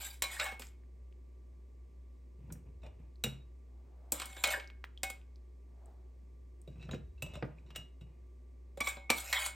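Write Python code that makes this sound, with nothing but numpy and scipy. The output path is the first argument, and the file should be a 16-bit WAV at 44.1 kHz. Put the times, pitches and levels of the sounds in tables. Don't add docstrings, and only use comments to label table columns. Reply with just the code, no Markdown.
import sys
import numpy as np
from scipy import signal
from scipy.fft import rfft, irfft
from scipy.io import wavfile
from scipy.ndimage import uniform_filter1d

SR = 44100
rng = np.random.default_rng(int(sys.argv[2]) if len(sys.argv) > 2 else 0)


def store_wav(level_fs):
    pcm = np.round(np.clip(np.atleast_2d(level_fs), -1, 1) * 32767)
    wavfile.write(sys.argv[1], SR, pcm.T.astype(np.int16))


N = 421139


def amp(db):
    return 10 ** (np.asarray(db) / 20)

def rms(x):
    return np.sqrt(np.mean(x ** 2) + 1e-20)

def unit_rms(x):
    return x / rms(x)

def curve_at(points, hz):
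    frequencies, values = np.transpose(points)
    return np.interp(np.log(hz + 1), np.log(frequencies + 1), values)

def add(mix, start, sound):
    part = mix[max(round(start * SR), 0):][:len(sound)]
    part += sound[:len(part)]

def colour(x, points):
    log_gain = np.log(amp(curve_at(points, abs(np.fft.fftfreq(2048, 1 / SR)))))
    taps = np.fft.ifft(np.exp(np.conj(signal.hilbert(log_gain)))).real
    return signal.oaconvolve(x, taps[:len(taps) // 2])[:len(x)]

BAND_EDGES_HZ = [100, 450, 1200, 3000, 6500, 17000]
def bands(x):
    return [signal.sosfilt(signal.butter(4, edges, "band", fs=SR, output="sos"), x)
            for edges in zip(BAND_EDGES_HZ, BAND_EDGES_HZ[1:])]

def smooth_noise(size, seconds):
    window = np.hanning(int(seconds * SR) + 3)
    return unit_rms(signal.oaconvolve(rng.standard_normal(size), window, "same"))

def grains(size, per_s, spread_db):
    strength = amp(spread_db * np.minimum(rng.exponential(1, size), 4))
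    return strength * rng.choice([-1, 1], size) * (rng.random(size) < per_s / SR)

def steadied(x, seconds=0.092):
    return x / np.sqrt(abs(uniform_filter1d(x ** 2, int(seconds * SR))) + 1e-12)

def gesture(length, level_db, change_db, attack_s, release_db_per_s):
    t = np.arange(0, length + 50 / release_db_per_s, 1 / SR)
    held_db = level_db + change_db * np.minimum(t / length, 1)
    return np.minimum(t / attack_s, 1) * amp(held_db - release_db_per_s * np.maximum(t - length, 0))

def struck(modes, spot_hz, boost_db, width_hz=70):
    return [(hz, db + boost_db * np.exp(-((hz - spot_hz) / width_hz) ** 2), t60)
            for hz, db, t60 in modes]

def impulse_response(modes, clatter, ring_db, crack_s, clatter_t60, clatter_db):
    t = np.arange(int(.8 * SR)) / SR
    decay = np.exp(-t / crack_s) + amp(clatter_db - 60 * t / clatter_t60)
    dense = colour(rng.standard_normal(len(t)) * decay, clatter)
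    ring = np.zeros(len(t))
    for hz, db, t60 in modes:
        envelope = amp(db + 1.4 * rng.standard_normal() - 60 * t / t60)
        ring += envelope * np.sin(2 * np.pi * (hz * t + rng.random()))
    soft_onset = 1 - np.exp(-t / 0.00043)
    return (dense + amp(ring_db) * ring) * soft_onset

def blow(response, thump_db, clang_db, tick_db, onset_s):
    low_db = thump_db + 0.55 * (clang_db - thump_db)
    high_db = clang_db + 0.27 * (tick_db - clang_db) - .5
    levels_db = [thump_db, low_db, clang_db, high_db, tick_db]
    return sum(amp(db) * band / rms(band[:int(onset_s * SR)])
               for db, band in zip(levels_db, bands(response)))

def free_vibration(rings, modes, t60_factor, attack_s, damping_db_per_s):
    out, t = np.zeros(N), np.arange(N) / SR
    mode_hz = [hz for hz, _, _ in modes]
    for hz, db, t60 in modes:
        envelope = np.zeros(N)
        for start, length, level_db, favoured_hz in rings:
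            nearest_hz = [min(mode_hz, key=lambda other: abs(other - f)) for f in favoured_hz]
            if hz in nearest_hz:
                decay_db = -60 * length / (t60_factor * t60)
                add(envelope, start, gesture(length, level_db + db, decay_db, attack_s, damping_db_per_s))
        if envelope.any():
            waver = 1 + .16 * smooth_noise(N, seconds=.025)
            out += envelope * waver * np.sin(2 * np.pi * (hz * t + rng.random()))
    return out

def bubbles(size, low_hz, high_hz, per_s, cycles):
    out, t = np.zeros(size), np.arange(SR // 30) / SR
    for hz in np.geomspace(low_hz, high_hz, 12):
        envelope = np.exp(-hz * t / cycles) * (1 - np.exp(-hz * t))
        blip = envelope * np.sin(2 * np.pi * hz * t * (1 + 3 * t))
        out += signal.oaconvolve(grains(size, per_s, spread_db=3.5), blip)[:size]
    return out


# frequency in Hz, gain in dB.
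SIDE_SPECTRUM = [(100, -10.5), (400, -3.5), (1000, 2), (2500, -13), (6000, -21.5), (15000, -21)]
def diffuse_stereo(middle, side):
    side = colour(side, SIDE_SPECTRUM)
    return np.array([middle + side, middle - side])

# frequency in Hz, relative level in dB.
AIR_SPECTRUM = [(53, -33.5), (90, 2), (205, -6), (255, -1), (310, -10.5), (360, 0), (429, -8.5), (532, -12),
                (786, -22), (1140, -21.5), (1290, -33.5), (2180, -24.5), (2890, -33), (8000, -34.5),
                (16000, -43)]
def background():
    t = np.arange(N) / SR
    hum = amp(-49.5) * np.sin(2 * np.pi * 61.5 * t)
    drone = amp(-68) * unit_rms(smooth_noise(N, seconds=.08) * np.sin(2 * np.pi * 62 * t))
    middle, side = (unit_rms(colour(rng.standard_normal(N), AIR_SPECTRUM)) for _ in range(2))
    whine = amp(-90) * np.sin(2 * np.pi * 362 * t) + amp(-85.5) * np.sin(2 * np.pi * 1168 * t)
    return hum + drone + whine + amp(-68) * diffuse_stereo(middle, side)

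# frequency in Hz, time to fall 60 dB in seconds.
KITCHEN_T60 = [(100, .35), (500, .36), (2000, .36), (5000, .28), (9000, .24), (16000, .19)]
def kitchen(x):
    hz, t, spectra = signal.stft(rng.standard_normal((2, SR // 2)), SR, nperseg=256)
    decay = amp(-60 * t / curve_at(KITCHEN_T60, hz)[:, None])
    tail = signal.istft(spectra * decay, SR)[1]
    tail *= np.clip(np.arange(tail.shape[1]) / SR / 0.0025, 0, 1)
    tail /= np.linalg.norm(tail[0])
    return diffuse_stereo(*signal.fftconvolve(x[None], tail, axes=1)[:, :N])

# start and length in seconds, level and its change in dB.
ARM_SWINGS = [(3.6, .5, -82, 12.5), (5.614, 0.27, -86.5, 20)]
def arm_rustle():
    speed = np.zeros(N)
    for start, length, level_db, change_db in ARM_SWINGS:
        add(speed, start, gesture(length, level_db, change_db, attack_s=0.094, release_db_per_s=74))
    spectrum = [(200, -8.5), (700, 7), (1200, -7), (2500, -21), (8000, -31)]
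    return speed * unit_rms(colour(rng.standard_normal(N), spectrum))

# start and length in seconds, level and its change in dB.
JAR_LEANS = [(2.41, 0.58, -51.5, -8), (6.714, 0.62, -51, -1.5)]
def jar_rocking():
    lean = np.zeros(N)
    for start, length, level_db, change_db in JAR_LEANS:
        add(lean, start, gesture(length, level_db, change_db, attack_s=0.45, release_db_per_s=45))
    bass_filter = signal.butter(3, [55, 85], "band", fs=SR, output="sos")
    bumps = signal.sosfilt(bass_filter, grains(N, per_s=600, spread_db=1.2))
    return lean * steadied(bumps, seconds=0.042)

# start in seconds, relative level in dB, pitch in Hz, time constant in seconds.
OIL_BURSTS = [(0.6694, -40.5, 7040, 0.000091), (0.8358, -63.5, 1930, 0.00025),
              (1.1257, -58.5, 2690, .00019), (3.1572, -59.5, 4270, 0.00027), (4.643, -48, 3400, 0.00014),
              (4.675, -44.5, 5030, 0.00015), (4.7013, -39.5, 2250, 0.00012), (4.8417, -26.5, 1760, 0.00013),
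              (4.9753, -41.5, 3280, 0.00046), (5.215, -57, 2810, 0.00021), (5.3586, -54.5, 4700, 0.00016),
              (5.8586, -51.5, 8300, 0.00018), (6.6167, -47.5, 8780, 0.00013),
              (7.5843, -55.5, 2470, 0.00081)]
def oil_pops():
    out, t = np.zeros(N), np.arange(SR // 30) / SR
    for start, level_db, hz, decay_s in OIL_BURSTS:
        age = t / decay_s
        snap = np.sin(2 * np.pi * hz * t) * age ** 2 * np.exp(-age)
        spray = colour(rng.standard_normal(len(t)), [(hz / 4, -24), (hz, 0), (hz * 2, -8), (hz * 4, -22)])
        spatter = amp(-27.5) * unit_rms(spray) * np.exp(-t / 0.0076)
        add(out, start, amp(level_db + 5) * (snap + spatter))
    return out

# frequency in Hz, relative level in dB.
RUMBLE_SPECTRUM = [(40, -21), (65, -17), (90, -5), (140, 2.5), (200, -9), (300, -16), (500, -24.5),
                   (1000, -58)]
SQUELCH_SPECTRUM = [(150, -16), (400, 7), (600, -7), (900, 5.5), (1500, -11), (2500, 0), (5000, -37),
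                    (12000, -49)]
# start and length in seconds, then relative level,
# its change and the gain of the squelch, all in dB.
PICKLE_SLIDES = [(2.383, 0.12, -59, 9.5, -22.5), (2.5, 0.071, -49, -5, -19.5),
                 (2.653, 0.036, -57, 1, -18.5), (2.828, 0.03, -57.5, -0.5, -1),
                 (2.986, 0.072, -58, -4, -15), (3.265, 0.096, -45.5, -7.5, -21),
                 (6.673, 0.024, -51.5, 2, -32), (6.753, 0.19, -54.5, 7, -18), (6.888, 0.047, -46.5, 2, -19),
                 (6.975, 0.064, -55, -7, -26), (7.23, 0.063, -43.5, -9, -16),
                 (7.298, 0.065, -63.5, 7, -1.5), (7.455, 0.076, -50.5, -11.5, -9),
                 (7.555, 0.22, -66.5, 8.5, -11.5), (7.777, 0.034, -50, -7.5, -15),
                 (8.01, 0.018, -50.5, -0.5, -27), (8.06, 0.12, -65.5, -3, -11.5)]
def pickle_slides():
    out = np.zeros(N)
    for start, length, level_db, change_db, wet_db in PICKLE_SLIDES:
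        flow = gesture(length, level_db, change_db, attack_s=0.0049, release_db_per_s=209)
        rumble = colour(grains(len(flow), per_s=350, spread_db=4.5), RUMBLE_SPECTRUM)
        squish = colour(grains(len(flow), per_s=1400, spread_db=-0.5), SQUELCH_SPECTRUM)
        blips = bubbles(len(flow), low_hz=501, high_hz=678, per_s=25, cycles=13)
        squelch = unit_rms(squish) + amp(-4) * unit_rms(blips)
        add(out, start, flow * (steadied(rumble) + amp(wet_db) * steadied(squelch)))
    return out

# start in seconds, relative levels of thud and splat in dB.
LANDINGS = [(2.503, -55.5, -56.5), (2.554, -56.5, -66.5), (3.243, -34.5, -43), (3.262, -35, -45.5),
            (6.891, -52.5, -46.5), (6.933, -36, -44), (7.425, -32, -36.5), (7.443, -42, -50.5)]
def pickle_plops():
    out, t = np.zeros(N), np.arange(SR // 4) / SR
    thud_spectrum = [(50, -27), (90, -2.5), (150, 9.5), (300, -4), (500, -3.5), (1200, -65)]
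    splat_spectrum = [(200, 1), (550, 3.5), (900, -2.5), (1400, 2), (2500, -10.5), (5000, -25.5),
                      (7000, -54), (12000, -60)]
    for start, thud_db, splat_db in LANDINGS:
        for db, decay_s, spectrum in [(thud_db, 0.015, thud_spectrum), (splat_db, 0.0062, splat_spectrum)]:
            burst = colour(rng.standard_normal(len(t)) * np.exp(-t / decay_s), spectrum)
            add(out, start, amp(db) * burst / rms(burst[:int(.025 * SR)]))
    return out

# frequency in Hz, relative level in dB, T60 in seconds.
JAR_MODES = [(590, 0, .13), (660, -3, .1), (830, -12, .15), (1490, -12, .15), (2234, -12, .2),
             (2520, -8, .12), (2635, 3, .16), (2862, 0, .19), (3300, -10, .1), (3607, -1, .11),
             (3806, 3, .09), (3930, 2, .1), (4700, -10, .1), (5200, -9, .12), (5545, -8, .12),
             (5803, -9, .12), (6700, -9, .12), (7429, -7, .12), (7671, -5, .14), (8107, -6, .12),
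             (11900, -13, .1)]
# frequency in Hz, relative level in dB.
JAR_DENSE_SPECTRUM = [(100, 21), (250, 5.5), (600, 9), (900, 0), (2000, 0), (2700, 8), (3200, 1), (3850, 8),
                      (4450, -3), (5600, -2.5), (6700, -6.5), (7600, -2.5), (8600, -5.5), (12000, -5.5),
                      (15500, -13)]
def jar_response(spot_hz, ring_db, **decay):
    loaded = [(hz * (1 + .005 * rng.standard_normal()), db, t60)
              for hz, db, t60 in struck(JAR_MODES, spot_hz, boost_db=9)]
    return impulse_response(loaded, JAR_DENSE_SPECTRUM, ring_db, **decay)

# start and undamped time in seconds, relative level in dB, modes in Hz.
JAR_FREE_RINGS = [(2.523, .025, -61.5, [590, 5545, 5803]), (2.833, 0.048, -69, [2635, 3607, 5545]),
                  (2.834, .045, -52.5, [660]), (3.239, 0.0076, -37, [3806]),
                  (3.241, .05, -45.5, [2862, 3607]), (6.677, 0.019, -62.5, [3806]),
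                  (6.818, 0.029, -62, [2635, 3806]), (6.912, 0.033, -49.5, [660, 3806, 6700]),
                  (7.222, 0.0022, -37.5, [2635]), (7.223, .08, -49.5, [590, 2862]),
                  (7.352, 0.031, -60.5, [660, 2635, 3607]), (7.759, 0.065, -44, [2862]),
                  (7.76, .03, -59, [3607, 7671])]
def jar_ringing():
    return free_vibration(JAR_FREE_RINGS, JAR_MODES, t60_factor=1.5, attack_s=.00069, damping_db_per_s=659)

# start and length in seconds, relative level and its change in dB,
# favoured mode in Hz.
RIM_RUBS = [(2.818, 0.045, -67.5, -3.5, 3607), (3.258, 0.056, -46.5, -14, 7671),
            (6.686, 0.14, -69.5, -3, 4700), (6.795, 0.041, -62.5, 9.5, 2635), (6.913, 0.011, -43, -5, 3806),
            (7.177, 0.011, -65, -2, 2635), (7.243, 0.075, -61.5, 3.5, 2635), (7.339, 0.008, -56, 1, 3607),
            (7.366, 0.019, -58, -9, 5545), (7.573, 0.014, -68.5, -5.5, 3930),
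            (7.662, 0.049, -68.5, -4, 2862), (7.749, 0.014, -48, -1, 5803)]
def jar_rubs():
    out = np.zeros(N)
    spectrum = [(600, -7), (1800, 2), (2700, -7.5), (4500, -5.5), (6500, -4), (8000, -10), (15000, -24)]
    for start, length, level_db, change_db, spot_hz in RIM_RUBS:
        pressure = gesture(length, level_db, change_db, attack_s=0.0023, release_db_per_s=298)
        response = jar_response(spot_hz, ring_db=-21, crack_s=.001, clatter_t60=.05, clatter_db=-16)
        slips = grains(len(pressure) + len(response) - 1, per_s=1200, spread_db=4.5)
        rub = colour(signal.fftconvolve(slips, response, "valid"), spectrum)
        add(out, start, pressure * steadied(rub))
    return out

# start in seconds, relative levels of thump, clang, tick and ring
# in dB, favoured mode in Hz.
RIM_STRIKES = [(2.523, -63.5, -69.5, -42, -39, 5803), (2.834, -52.5, -65, -70, -10, 590),
               (2.863, -51, -59, -69, -16, 590), (3.238, -54, -31, -28, -24.5, 7671),
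               (6.675, -43, -63, -68.5, -13, 3806), (6.826, -71, -56, -73, -22, 3930),
               (6.911, -49, -46.5, -57, -18, 3930), (6.943, -49.5, -51, -62, -34, 3806),
               (7.222, -38.5, -45, -37.5, -26, 7429), (7.262, -46, -51, -67, -12, 590),
               (7.336, -53.5, -56, -60, -13, 3607), (7.353, -40.5, -48.5, -57.5, -16.5, 3930),
               (7.372, -40, -60, -69, -8, 590), (7.704, -66, -54, -68.5, -21, 2862),
               (7.759, -53, -41.5, -39.5, -24.5, 5803), (8.01, -70, -59, -70, -11, 3806)]
def jar_clinks():
    out = np.zeros(N)
    for start, thump_db, clang_db, tick_db, ring_db, spot_hz in RIM_STRIKES:
        response = jar_response(spot_hz, ring_db, crack_s=.005, clatter_t60=.09, clatter_db=-13)
        add(out, start, blow(response, thump_db, clang_db, tick_db, onset_s=0.019))
    return out

# start and length in seconds, first and last pitch in Hz,
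# relative level in dB.
AIR_POCKETS = [(0.296, 0.011, 2220, 1930, -51.5), (0.329, 0.0071, 1770, 1880, -46),
               (0.365, 0.0067, 1700, 1820, -43), (0.393, 0.024, 4020, 3760, -38),
               (0.403, 0.033, 1350, 1727, -39), (0.456, 0.037, 1748, 1596, -45),
               (4.14, 0.011, 483, 604, -46), (4.362, 0.009, 1530, 1690, -52),
               (4.436, 0.023, 3970, 3960, -39), (4.48, 0.034, 3200, 2670, -43),
               (4.516, 0.022, 1924, 1730, -43), (4.537, 0.0048, 1790, 1680, -29),
               (4.567, 0.029, 1670, 1660, -52), (4.572, 0.011, 424.5, 540, -45.5),
               (9.326, 0.014, 1860, 2010, -30), (9.364, 0.0087, 1770, 2126, -31),
               (9.356, 0.032, 3450, 3090, -38.5), (9.407, 0.027, 2060, 1780, -49)]
def gurgles():
    out, width_hz = np.zeros(N), 170
    for start, length, first_hz, last_hz, level_db in AIR_POCKETS:
        squeeze = gesture(length, level_db, change_db=0, attack_s=.004, release_db_per_s=801)
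        hz = np.interp(np.arange(len(squeeze)) / SR, [0, length], [first_hz, last_hz])
        wobble = smooth_noise(len(hz), 1 / width_hz) + 1j * smooth_noise(len(hz), 1 / width_hz)
        resonance = (wobble * np.exp(2j * np.pi * np.cumsum(hz) / SR)).real
        add(out, start, squeeze * steadied(resonance, seconds=0.034))
    return out

# frequency in Hz, relative level in dB, T60 in seconds.
BOWL_MODES = [(565, -8, .25), (608, -9, .15), (772, -5, .3), (907, -9, .22), (980, -7, .2), (1105, -9, .16),
              (1250, -12, .16), (1497, -9, .42), (1605, -6, .3), (1886, -8, .14), (2192, 0, .43),
              (2233, -8, .3), (2271, -5, .26), (2366, -6, .17), (2517, -5, .28), (3085, -12, .22),
              (3268, -10, .18), (3500, -7, .18), (3747, -8, .26), (3984, -8, .17), (4080, -8, .16),
              (5140, -12, .16), (7062, -8, .17), (7150, -5, .11), (7408, -6, .16), (7741, -7, .12),
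              (8199, -8, .16)]
# frequency in Hz, relative level in dB.
BOWL_DENSE_SPECTRUM = [(100, -22), (250, -4), (430, -7.5), (600, 4), (820, 3.5), (1100, 1.5), (1650, 0),
                       (2300, 5.5), (3000, -0.5), (3800, 0.5), (4600, -1), (6500, -7), (7400, 2.5),
                       (9000, 0.5), (12000, -1), (15500, -9)]
def bowl_response(spot_hz, ring_db, **decay):
    modes = struck(BOWL_MODES, spot_hz, boost_db=6)
    return impulse_response(modes, BOWL_DENSE_SPECTRUM, ring_db, **decay)

# start and undamped time in seconds, relative level in dB, modes in Hz.
BOWL_FREE_RINGS = [(0.232, 0.035, -33.5, [1105, 2400, 3984]), (0.44, .15, -45.5, [2192]),
                   (0.46, 0.058, -44, [772, 1497, 1605]), (4.455, .035, -45, [2192]),
                   (4.55, 0.19, -57, [2192, 2271]), (4.543, 0.093, -41, [1605]),
                   (5.032, 0.075, -43.5, [565, 1497, 2192, 2517]), (5.032, 0.076, -41.5, [772]),
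                   (5.034, .045, -49, [1605, 2271, 3747]), (5.1, .09, -62, [1497, 2517]),
                   (8.88, 0.073, -46, [2500]), (8.968, .13, -52.5, [2192]), (9.11, .16, -48, [565, 2192]),
                   (9.42, 0.15, -45, [2192, 2271])]
def bowl_ringing():
    return free_vibration(BOWL_FREE_RINGS, BOWL_MODES, t60_factor=1.63, attack_s=.006, damping_db_per_s=481)

# start and length in seconds, initial slip rate in Hz,
# relative level and its change in dB.
EDGE_SQUEAKS = [(0.043, 0.025, 3800, -38.5, -6), (0.103, 0.0063, 2360, -52, 3),
                (8.803, 0.015, 1147, -32, 7.5), (8.87, 0.0048, 1135, -24, 0),
                (9.095, 0.034, 1180, -27.5, -5)]
def bowl_squeaks():
    out, t = np.zeros(N), np.arange(SR) / SR
    harmonics_db, sag_hz_per_s = [-9.5, -1, -16.5, -30, -20], 620
    for start, length, hz, level_db, change_db in EDGE_SQUEAKS:
        grip = gesture(length, level_db, change_db, attack_s=0.0017, release_db_per_s=896)
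        slip_hz = hz - sag_hz_per_s * np.arange(len(grip)) / SR
        jitter = 1 + 0.014 * smooth_noise(len(grip), seconds=0.0055)
        phase = 2 * np.pi * np.cumsum(slip_hz * jitter) / SR
        tone = sum(amp(db) * np.sin(k * phase) for k, db in enumerate(harmonics_db, 1))
        add(out, start, grip * unit_rms(tone))
    mode_hz, _, t60 = max(BOWL_MODES, key=lambda mode: mode[2])
    ring = amp(-65 - 60 * t / t60) * np.sin(2 * np.pi * mode_hz * t)
    return out + signal.oaconvolve(out, ring)[:N]

def shifting_pickle(x, depth_db):
    spectra = signal.stft(x, nperseg=256)[2]
    patches = uniform_filter1d(rng.standard_normal(spectra.shape), size=4, axis=0)
    patches = uniform_filter1d(patches, size=6, axis=1)
    return signal.istft(spectra * amp(depth_db * unit_rms(patches)))[1][:len(x)]

# frequency in Hz, gain in dB.
FRICTION_SPECTRUM = [(450, -8.5), (600, -4.5), (850, -3), (1200, -3), (1700, 0.5), (2600, 1), (3900, -2.5),
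                     (5000, -2), (8000, 1.5)]
CRACKLE_SPECTRUM = [(600, -22.5), (2000, -4.5), (3800, -1.5), (5500, -5.5), (8000, 2), (15000, -5)]
STROKE_BANDS_DB = [-8, -5, -3.5, -2]
# start and length in seconds, relative level and its change
# in dB, spectral tilt in dB per octave, ring level in dB, favoured mode in Hz.
LADLE_STROKES = [(0.0, 0.069, -48.5, -1.5, 1.5, -21, 3747), (0.09, 0.056, -60, -2, 2.5, -24, 3747),
                 (0.253, 0.13, -56.5, 5, 0, -27, 3984), (0.308, 0.033, -51, 0.5, 1.5, -19, 8199),
                 (0.389, 0.049, -40, 0, -3, -27.5, 3880), (0.45, 0.071, -41.5, -10.5, -3.5, -31, 1497),
                 (0.597, 0.067, -62, -4, 2, -38, 3085), (4.132, 0.12, -52, -0.5, 0, -26, 7408),
                 (4.271, 0.17, -60.5, 8, -0.5, -21, 3747), (4.447, 0.055, -39, -1, -4.5, -29, 3268),
                 (4.5, 0.023, -34, -7, 0, -35, 8199), (4.536, 0.043, -46.5, -10.5, -6, -28, 1630),
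                 (8.836, 0.0519, -52, 9.5, 0.5, -19, 2250), (8.913, 0.021, -63, -16, -10, -20, 2271),
                 (9.125, 0.06, -59.5, 14, 2.5, -26, 8199), (9.216, 0.091, -55.5, 10.5, -0.5, -31, 3500),
                 (9.337, 0.036, -41.5, 5.5, -1.5, -17, 3500), (9.384, 0.075, -43.5, 2.5, 0.5, -29.5, 7408)]
def bowl_scrapes():
    out = np.zeros(N)
    centres_hz = np.sqrt(np.multiply(BAND_EDGES_HZ[1:-1], BAND_EDGES_HZ[2:]))
    octaves = np.log2(centres_hz / centres_hz[1])
    for start, length, level_db, change_db, tilt, ring_db, spot_hz in LADLE_STROKES:
        pressure = gesture(length, level_db, change_db, attack_s=0.0069, release_db_per_s=330)
        size = len(pressure)
        response = bowl_response(spot_hz, ring_db, crack_s=.0014, clatter_t60=.05, clatter_db=-16)
        slips = grains(size + len(response) - 1, per_s=2200, spread_db=3)
        friction = colour(signal.fftconvolve(slips, response, "valid"), FRICTION_SPECTRUM)
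        friction = shifting_pickle(friction, depth_db=3.8)
        levels_db = STROKE_BANDS_DB + tilt * octaves
        stroke = sum(amp(db) * steadied(band) for db, band in zip(levels_db, bands(friction)[1:]))
        wet = steadied(bubbles(size, low_hz=1340, high_hz=2260, per_s=15, cycles=3.3))
        snaps = signal.fftconvolve(grains(size, per_s=90, spread_db=3.5), response[:SR // 150])[:size]
        crackle = amp(-8 + tilt * octaves[-1]) * unit_rms(colour(snaps, CRACKLE_SPECTRUM))
        add(out, start, pressure * (stroke + amp(-10.5) * wet + crackle))
    return out

# start in seconds, relative levels in dB of the whole bowl's thump,
# the wall's clang, the tick of bare steel and the ring, then favoured mode in Hz.
BOWL_STRIKES = [(0.221, -50.5, -34, -28.5, -18.5, 2233), (0.239, -58, -41.5, -40, -32, 3984),
                (0.397, -55, -31.5, -46, -20.5, 1497), (0.441, -64, -61, -41.5, -33, 8199),
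                (0.521, -51, -52, -83, -35, 1605), (0.595, -51, -55.5, -47, -34.5, 565),
                (0.619, -86, -48.5, -52, -30, 2366), (4.120, -40, -47, -25, -26.5, 573),
                (4.198, -59.5, -42, -42.5, -22, 1605), (4.218, -57, -40.5, -49, -33, 2517),
                (4.256, -59, -65, -43.5, -36, 7408), (4.366, -53.5, -53, -62, -27, 1605),
                (4.438, -49, -25.5, -29.5, -21, 3984), (4.473, -53, -50, -36, -30, 7150),
                (4.542, -50.5, -42, -70, -15.5, 1605), (4.598, -81, -45.5, -66, -25, 1605),
                (5.032, -49, -38, -32, -25.5, 2517), (5.100, -54.5, -50, -42, -26, 772),
                (8.773, -42.5, -59, -57.5, -15.5, 570), (8.805, -41, -41, -37.5, -25.5, 2366),
                (8.873, -52, -42.5, -40.5, -24, 2271), (8.927, -74, -57, -61, -35, 2271),
                (8.968, -50.5, -50, -68, -9, 2233), (9.101, -31, -26.5, -27, -31.5, 560),
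                (9.327, -59, -28.5, -33.5, -19.5, 1886), (9.461, -61, -45, -33.5, -14, 8199)]
def bowl_knocks():
    out = np.zeros(N)
    for start, thump_db, clang_db, tick_db, ring_db, spot_hz in BOWL_STRIKES:
        response = bowl_response(spot_hz, ring_db, crack_s=.004, clatter_t60=.11, clatter_db=-11)
        add(out, start, blow(response, thump_db, clang_db, tick_db, onset_s=0.017))
    return out


def scene():
    bowl = amp(-6) * bowl_knocks() + amp(-2) * bowl_scrapes() + amp(-5) * bowl_squeaks()
    bowl += amp(-3.5) * gurgles() + bowl_ringing()
    jar = amp(-10.5) * jar_clinks() + amp(-2) * pickle_slides() + amp(-4) * jar_rubs()
    jar += amp(-6) * pickle_plops() + jar_ringing()
    oil = oil_pops()
    direct = bowl + jar + oil + jar_rocking()
    reflections = kitchen(amp(-11) * bowl + amp(-11.5) * jar + amp(-16) * oil)
    return direct + reflections + arm_rustle() + background()

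# frequency in Hz, lead of the left in radians.
PORT_PHASE_LEAD = [(150, 0), (600, .35), (1300, -.4), (2200, .1), (3300, .65), (5000, .05), (6800, 0),
                   (8000, .3), (8700, -.2), (9300, -1.9), (10300, -3.14), (11800, -6.1), (12400, -6.6),
                   (13800, -9.4), (15300, -12.3)]
# frequency in Hz, left minus right in dB.
PORT_LEVEL_DIFFERENCE = [(100, 0.33), (180, 0.5), (350, -6), (650, 1.5), (1300, 0.2), (2400, -1), (4400, 0),
                         (15000, 0.5)]
def record(dry):
    hz = np.fft.rfftfreq(N, 1 / SR)
    left = np.exp(.5j * curve_at(PORT_PHASE_LEAD, hz)) * amp(curve_at(PORT_LEVEL_DIFFERENCE, hz) / 2)
    stereo = irfft(rfft(dry) * np.array([left, 1 / left]), N)
    low_pass = signal.firwin(255, cutoff=16300, window=("kaiser", 9), fs=SR)
    return signal.oaconvolve(stereo, low_pass[None], "same")


dry = scene()
out = record(dry)
store_wav(out)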